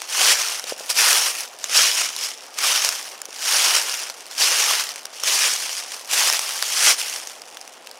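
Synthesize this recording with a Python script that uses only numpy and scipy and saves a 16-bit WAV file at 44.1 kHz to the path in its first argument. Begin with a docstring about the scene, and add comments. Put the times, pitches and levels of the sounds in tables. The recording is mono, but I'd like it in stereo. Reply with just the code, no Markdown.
"""A dry tick and a brush of leaves, then slow steps through deep dry litter on a creek bank until walking stops.
Each foot crushes the leaves: a dense random shower of short fractures, shaped by pressure and coloured by filters.
Bent leaves flick back as sparse bright ticks, stems snap singly, and decaying sines make a few soft knocks.
A thin tail of decaying noise answers from the wood, and filtered noise makes the creek's wash.
Apart from the creek, four sines make a faint steady hum."""
import sys
import numpy as np
from scipy import signal
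from scipy.fft import rfft, irfft
from scipy.io import wavfile
from scipy.ndimage import uniform_filter1d

SR = 44100
rng = np.random.default_rng(int(sys.argv[2]) if len(sys.argv) > 2 else 0)


def materialize(psi):
    """Save the field psi as 16-bit PCM at rate SR to the path in sys.argv[1].

    A 1-D psi becomes a single channel; in a 2-D psi each row is a channel.
    """
    bounded = np.clip(np.atleast_2d(psi).T, -1, 1)
    quanta = np.round(bounded * 32767).astype(np.int16)
    wavfile.write(sys.argv[1], SR, quanta)


N = 352359
TIME = np.arange(N) / SR

# Colour of cracking leaves: f/Hz, relative spectral level/dB per Hz
LEAF = [(30, -43), (150, -42.5), (250, -28.5), (480, -13), (1200, -6), (2000, -5), (2900, -2), (3900, -5.5),
        (5600, 0.5), (8000, -7), (9600, -5.5), (11300, -11.5), (14000, -14), (15700, -22.5)]
# Footfalls, left foot first: t at full weight/s, rise/(dB/s), hold/s, relative level/dB, fade/(dB/s),
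# time from full weight until the foot lifts/s, hollow body offset/dB, crisp edge offset/dB
STEPS = [(0.241, 128, 0.062, -14, 68, 0.39, -0.6, -.5), (0.994, 300, 0.22, -16, 89, 0.45, 0.5, -0.4),
         (1.756, 301, 0.059, -14.5, 53, 0.7, -4.5, -2), (2.633, 286, 0.19, -18.5, 64, .52, -0.5, -2.5),
         (3.486, 181.5, 0.23, -18, 49.5, 0.76, -1, 0), (4.401, 479, 0.34, -17, 84, 0.6, -0.5, -3),
         (5.281, 270, 0.2, -17, 66.5, 0.56, -3, -0.5), (6.133, 427, 0.037, -16.5, 32.5, 0.5, 0, -1.5),
         (6.846, 90, 0.066, -15.5, 347.5, 0.097, -1.5, 1)]
SWING_S = 0.196  # a foot takes over this long before it bears full weight


def gain_of(db):
    """Level definition: decibels to amplitude ratio."""
    return 10 ** (np.asarray(db) / 20)


def evened(x):
    """Power normalisation: scales to rms 1."""
    return x / np.sqrt(np.mean(x ** 2) + 1e-20)


def read(points, hz):
    """Interpolation of a spectrum table by straight lines on a logarithmic frequency axis."""
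    f, value = np.transpose(points)
    return np.interp(np.log(hz + 1), np.log(f + 1), value)


def add(mix, s, sound):
    """Superposition: mixes a stereo sound in at time s."""
    part = mix[:, max(round(s * SR), 0):][:, :sound.shape[1]]
    part += sound[:, :part.shape[1]]


def wander(corner_hz):
    """Low-passed noise: a slow random fluctuation of rms 1."""
    rolloff = 1 + (np.fft.rfftfreq(N, 1 / SR) / corner_hz) ** 2
    return evened(irfft(rfft(rng.standard_normal(N)) / rolloff, N))


def patches(shape, bins, frames):
    """Twice-smoothed noise: a random field of rms 1 over frequency bins and time frames."""
    field = rng.standard_normal(shape)
    for _ in range(2):
        field = uniform_filter1d(field, bins, axis=0)
        field = uniform_filter1d(field, frames, axis=1)
    return evened(field)


def coloured(x, spectrum, size=4096):
    """Minimum-phase filtering: a causal response of unit energy, so that cracks keep their sharp fronts."""
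    log_gain = np.log(gain_of(read(spectrum, abs(np.fft.fftfreq(size, 1 / SR)))))
    # the Hilbert transform of the log gain gives the minimum phase
    response = np.exp(np.conj(signal.hilbert(log_gain)))
    taps = np.fft.ifft(response).real[:size // 2]
    return signal.oaconvolve(x, taps[None] / np.linalg.norm(taps), axes=1)[:, :x.shape[1]]


def leaves(crush_db, cracks_per_s=15000, rate_follow=.55, clump_db=1.5, level_db=0.75):
    """Granular fracture: more pressure breaks more leaves at once, and they give way in clumps."""
    toe_thinning_db = -5  # under the toe the cracks are fewer and each is larger
    swing, roll = stride()
    rate_db = rate_follow * (crush_db - crush_db.max()) + toe_thinning_db * roll
    per_s = np.minimum(cracks_per_s * gain_of(rate_db), SR)
    cracks = shower(per_s, spread_db=2.5, limit_db=17)
    cracks = cracks * gain_of(crush_db + clump_db * wander(corner_hz=14))
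    body_db, edge_db = underfoot(crush_db, swing, roll)
    return gain_of(level_db) * litter_colour(coloured(cracks, LEAF), body_db, edge_db)


def crush():
    """Contact pressure as summed power in dB: steps rise, hold, fade and lift off; scuffs swell and pass."""
    # Shorter scuffs, as a toe catches, a sole rolls or a heel lifts: t/s, half length/s, relative level/dB
    scuffs = [(0.01, 0.022, -40), (0.13, 0.015, -35), (0.525, 0.038, -26.5), (0.697, 0.031, -31),
              (0.842, 0.069, -37.5), (0.906, 0.0089, -18.5), (0.922, 0.01, -27.5), (1.41, 0.027, -30.5),
              (1.66, 0.039, -31.5), (1.999, 0.033, -18.5), (2.259, 0.048, -26), (2.589, 0.0061, -21),
              (3.377, .035, -34), (3.765, 0.029, -19.5), (3.966, 0.066, -30), (4.321, 0.014, -37),
              (4.698, 0.011, -17.5), (5.177, 0.038, -39), (5.753, 0.057, -28.5), (5.905, 0.082, -34.5),
              (6.05, 0.016, -51), (6.53, .04, -27.5), (6.998, .018, -24.5), (6.7, 0.054, -28),
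              (7.073, .13, -30), (7.274, 0.078, -42)]
    rest_db = -49  # the litter never lies quite still
    sag_db_per_s = 7  # the crunch eases while the foot stands on it
    lift_db_per_s = 212  # added to the fade once the foot lifts
    power = gain_of(rest_db) ** 2
    for s, rise, hold, db, fade, lift, _, _ in STEPS:
        t = TIME - s
        pressed = db + rise * np.minimum(t, 0) - sag_db_per_s * np.clip(t, 0, hold)
        eased = fade * np.maximum(t - hold, 0) + lift_db_per_s * np.maximum(t - lift, 0)
        power = power + gain_of(np.maximum(pressed - eased, -120)) ** 2
    for s, half, db in scuffs:
        swell = np.exp(-np.minimum(((TIME - s) / half) ** 2, 20))
        power = power + gain_of(db) ** 2 * swell
    return 10 * np.log10(power)


def current_step():
    """Gait timing: which footfall is under way at every sample."""
    return np.searchsorted(np.array(STEPS)[1:, 0] - SWING_S, TIME)


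def stride():
    """Gait phase: swing falls from 1 to 0 as the foot comes down, then roll goes from 0 (heel) to 1 (toe)."""
    roll_s = .25  # the sole rolls from heel to toe in this time
    t = TIME - np.array(STEPS)[current_step(), 0]
    return np.clip(-t / SWING_S, 0, 1), np.clip(t / roll_s, 0, 1)


def underfoot(crush_db, swing, roll, sink_db=1.5):
    """Spectral balance under load: fuller and crisper toward the toe, hollow as the pressure eases; in dB."""
    # under light pressure the leaves bend more than they break: hollow, with less edge
    soft_below_db, hollow_per_db, dull_per_db = -29, .5, 0.13
    # the heel crunches duller than the toe; a foot in the air only brushes the crisp top leaves
    heel_edge_db, toe_edge_db, swing_edge_db = 0.5, 2, 2
    *_, body_db, edge_db = np.array(STEPS)[current_step()].T
    soft_db = np.maximum(soft_below_db - crush_db, 0)
    sole_db = heel_edge_db * (1 - swing - roll) + swing_edge_db * swing + toe_edge_db * roll
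    body_db = body_db + sink_db * roll + hollow_per_db * soft_db
    return body_db, edge_db + sole_db - dull_per_db * soft_db


def crack(hz, ring_s, tear_s, ring, scatter, scatter_s, size=1024):
    """Impulsive fracture: a brief tear, a few cycles of the blade, and scatter off the leaves around it."""
    t = np.arange(size) / SR
    tear = np.exp(-t / tear_s) * rng.standard_normal(size)
    blade = np.exp(-t / ring_s) * np.sin(2 * np.pi * hz * t) * rng.choice([-1, 1])
    around = np.exp(-t / scatter_s) * rng.standard_normal(size)
    return evened(evened(tear) + ring * evened(blade) + scatter * evened(around))


def shower(per_s, spread_db, limit_db, count=48):
    """Random shot noise: cracks of many pitches and sizes at a given rate, with even mean power."""
    at = np.flatnonzero(rng.random(N) < per_s / SR)
    sizes = gain_of(np.minimum(spread_db * rng.exponential(1, N), limit_db))
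    # rarer cracks are larger, which keeps the mean power even
    sizes = evened(sizes)[at] * np.sqrt(SR / per_s[at])
    kinds = rng.integers(0, count, N)[at]
    out, power = np.zeros((2, N)), 0
    for k, hz in enumerate(np.geomspace(1200, 14000, count)):
        pair = np.array([crack(hz, ring_s=0.0011, tear_s=0.00057, ring=0.5, scatter=0.79, scatter_s=0.0033)
                         for _ in out])
        impulses = np.bincount(at[kinds == k], sizes[kinds == k], N)
        out += signal.oaconvolve(impulses[None], pair, axes=1)[:, :N]
        power = power + abs(rfft(pair)) ** 2
    # taken together the cracks favour no pitch; the leaf colour is laid on afterwards
    flatten = np.fft.fftshift(irfft(power ** -.5), axes=1)
    return evened(signal.oaconvolve(out, flatten, "same", axes=1))


def litter_colour(x, body_db, edge_db, body_hz=680, body_octaves=0.89, edge_hz=7800,
                  drift_db=0.5, flutter_db=1.5, size=512):
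    """Time-varying filtering: hollow body, crisp edge, and brief pitches favoured by each crumpling leaf."""
    hz, t, z = signal.stft(x, SR, nperseg=size, noverlap=3 * size // 4)
    body = np.exp(-.5 * (np.log2((hz + 1) / body_hz) / body_octaves) ** 2)
    edge = 1 - 1 / (1 + (hz / edge_hz) ** 8)
    db = np.outer(body, np.interp(t, TIME, body_db)) + np.outer(edge, np.interp(t, TIME, edge_db))
    drift = drift_db * patches(db.shape, bins=14, frames=28)
    flutter = flutter_db * patches(db.shape, bins=3, frames=6)
    z = z * gain_of(db) * evened(gain_of(drift + flutter))
    return signal.istft(z, SR, nperseg=size, noverlap=3 * size // 4)[1][:, :N]


def settling(crush_db, ticks_per_s=110, follow_crush=0.57, level_db=-21.5, bright_hz=3000):
    """Elastic recovery: bent leaves flick back in small bright ticks that stand out between the steps."""
    ticks = shower(np.full(N, ticks_per_s), spread_db=10.0, limit_db=16, count=12)
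    high_pass = signal.butter(1, bright_hz, "high", fs=SR)
    ticks = signal.lfilter(*high_pass, coloured(ticks, LEAF))
    return evened(ticks) * gain_of(level_db + follow_crush * crush_db)


def snaps(level_db=0.5, delay_s=0.000986):
    """Brittle fracture: stiffer stems break with one sharp, dry tick each."""
    # The loudest stems and leaf ribs that snap singly: t before delay_s/s, relative peak level/dB, f/Hz
    stem_snaps = [(0.0176, -13, 5960), (0.0968, -16.5, 5270), (0.595, -9.5, 5700), (0.6398, -13.5, 3810),
                  (0.8998, -8, 5400), (0.9022, -6, 5500), (1.4056, -14, 5670), (1.587, -22, 9400),
                  (1.641, -4.5, 6900), (1.6948, -12.5, 5140), (1.9514, -13, 5310), (2.163, -10, 3930),
                  (2.587, -7, 2750), (2.847, -1.5, 5500), (2.889, -4, 5530), (3.2162, -13, 7100),
                  (3.254, -15.5, 5800), (3.895, -8, 5050), (4.0986, -12.5, 4440), (4.265, -22, 4500),
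                  (4.311, -21, 5000), (4.38, -11, 4900), (4.89, -12.5, 4500), (4.9584, -13.5, 2320),
                  (5.0537, -11.5, 5700), (5.2018, -16, 6140), (5.235, -7, 5560), (5.344, -13, 5300),
                  (5.6925, -13, 3000), (6.2987, -2.5, 5560), (6.326, -4, 6300), (6.334, -5, 2540),
                  (6.3916, -4, 5700), (6.6244, -1.5, 4800), (7.097, -11, 6400), (7.2717, -15.5, 6600),
                  (7.4175, -19.5, 4800), (7.57, -17.5, 3470), (7.6121, -18, 5060), (7.676, -22, 5950),
                  (7.871, -18.5, 2800), (7.9123, -22, 5060)]
    # Colour of a snapping stem, broader than that of the leaves: f/Hz, relative spectral level/dB per Hz
    stem_colour = [(30, -63), (200, -38), (500, -9), (1200, -5.5), (2900, -9), (4000, -6.5), (5600, -3.5),
                   (8000, -6), (9600, -5), (15700, -18)]
    out = np.zeros((2, N))
    for s, db, hz in stem_snaps:
        pair = [crack(hz, ring_s=0.001, tear_s=0.0011, ring=0.56, scatter=0.29, scatter_s=0.0033)
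                for _ in out]
        tick = coloured(np.array(pair), stem_colour)
        tick = tick / abs(tick).max(1, keepdims=True)
        add(out, s + delay_s, gain_of(db + level_db) * tick)
    return out


def knocks(swell_s=0.00098, level_db=-1, low_cut_hz=240, size=1024):
    """Heavily damped resonance: dull bumps that die within a few cycles."""
    # Soft low knocks between the steps: t/s, relative envelope peak level/dB, f/Hz
    soft_knocks = [(0.641, -27, 540), (0.722, -14.5, 534), (0.807, -25.5, 585), (3.136, -33, 715),
                   (3.287, -30, 463)]
    out, t = np.zeros((2, N)), np.arange(size) / SR
    envelope = t / swell_s * np.exp(1 - t / swell_s)
    for s, db, hz in soft_knocks:
        bump = envelope * np.sin(2 * np.pi * hz * t)
        add(out, s, gain_of(db + level_db) * np.array([bump, bump]))
    return signal.lfilter(*signal.butter(2, low_cut_hz, "high", fs=SR), out)


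def ports(shared, stray, path, stray_db=0):
    """Spatial coherence: two close microphones hear the same bass but part ways in the treble."""
    # Sound that reaches the ports from all sides, before stray_db: f/Hz, level re direct sound/dB
    stray_level = [(40, -7), (130, -16), (300, -20.5), (1000, -20), (2100, -16.5), (3000, -14.5),
                   (4400, -10), (5600, -33), (8300, -7.5), (9700, -11.5), (15000, -5)]
    hz, path = np.fft.rfftfreq(N, 1 / SR), np.array(path)
    apart = gain_of(read(stray_level, hz) + stray_db)
    direct, around = rfft(shared), apart * rfft(stray)
    # each port takes half of the phase lead and half of the level difference
    phase = np.exp(.5j * read(path[:, [0, 1]], hz))
    lean = phase * gain_of(read(path[:, [0, 2]], hz) / 2)
    pair = np.array([(direct + around) * lean, (direct - around) / lean])
    return irfft(pair / np.sqrt(1 + apart ** 2), N)


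def feet(cracks, order=2001):
    """Phase and level differences place the two feet, which take turns by an equal-power crossfade."""
    # How each foot reaches the two ports: f/Hz, phase lead of left/rad, level left minus right/dB
    left_path = [(400, 0.077, -0.5), (1900, 0.4, 1.5), (2960, 0.23, 2), (4230, 0.87, 3.5), (5400, 0.51, 1),
                 (7650, 1.16, 0.5), (8700, 0.97, 3.5), (10500, 1.64, -2), (13300, 2.2, 4), (15800, 1.6, 1)]
    right_path = [(400, 0.049, -0.5), (2000, 0.067, 1), (4570, 0.045, 0), (7340, 0.96, -0.1),
                  (8950, 0.23, 4.5), (11100, 1, -2), (13100, .65, 6), (15800, 0.71, -9)]
    side = uniform_filter1d(current_step() % 2 * np.pi / 2, order)
    left = ports(*(cracks * np.cos(side)), left_path)
    return left + ports(*(cracks * np.sin(side)), right_path)


def wood(x, t60=0.56, wet_db=-22, dull_hz=5000):
    """Exponential reverberant decay: trunks and the far bank send back a thin, dull tail."""
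    t = np.arange(SR // 2) / SR
    decay = gain_of(-60 * t / t60) * (t > .008)  # the tail starts after 8 ms
    taps = rng.standard_normal((2, len(t))) * decay
    taps = signal.lfilter(*signal.butter(1, dull_hz, fs=SR), taps)
    return gain_of(wet_db) * signal.oaconvolve(x, taps / np.linalg.norm(taps[0]), axes=1)[:, :N]


def background(wash_db=-47, waver_db=0.7, stray_db=7):
    """Broadband noise for the creek's wash, from ahead and all around; steady sines for a separate faint hum."""
    # The creek and the wood around it: f/Hz, relative spectral level/dB per Hz
    creek_colour = [(30, -28), (100, -19.5), (170, -12.5), (260, -6), (450, 2), (750, 7.5), (1200, -1.5),
                    (2000, -5), (3000, -3.5), (4200, -11), (5600, -15), (9500, -19), (15000, -35)]
    # A faint steady hum, not part of the creek: f/Hz, rms level/dB
    hum_tones = [(258.4, -71.5), (387.6, -72), (452.2, -70), (516.8, -64)]
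    ahead = [(0, 0, 0)]  # no phase or level difference at any frequency
    wash = coloured(ports(*rng.standard_normal((2, N)), ahead, stray_db), creek_colour)
    hum = sum(gain_of(db) * np.sqrt(2) * np.sin(2 * np.pi * (hz * TIME + rng.random()))
              for hz, db in hum_tones)
    return wash * gain_of(wash_db + waver_db * wander(corner_hz=13.0)) + hum


def scene():
    """Superposition of the steps close by, their echo, and the background of creek and hum."""
    crush_db = crush()
    steps = feet(leaves(crush_db) + settling(crush_db) + snaps()) + knocks()
    return steps + wood(steps) + background()


def record(dry, edge_hz=15900):
    """Soft saturation and band limiting: the loudest peaks are rounded off, then the top treble is cut."""
    rounded = dry / (1 + dry ** 8) ** (1 / 8)
    low_pass = signal.firwin(401, edge_hz, window=("kaiser", 8), fs=SR)
    return signal.oaconvolve(rounded, low_pass[None], "same")


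dry = scene()
out = record(dry)
materialize(out)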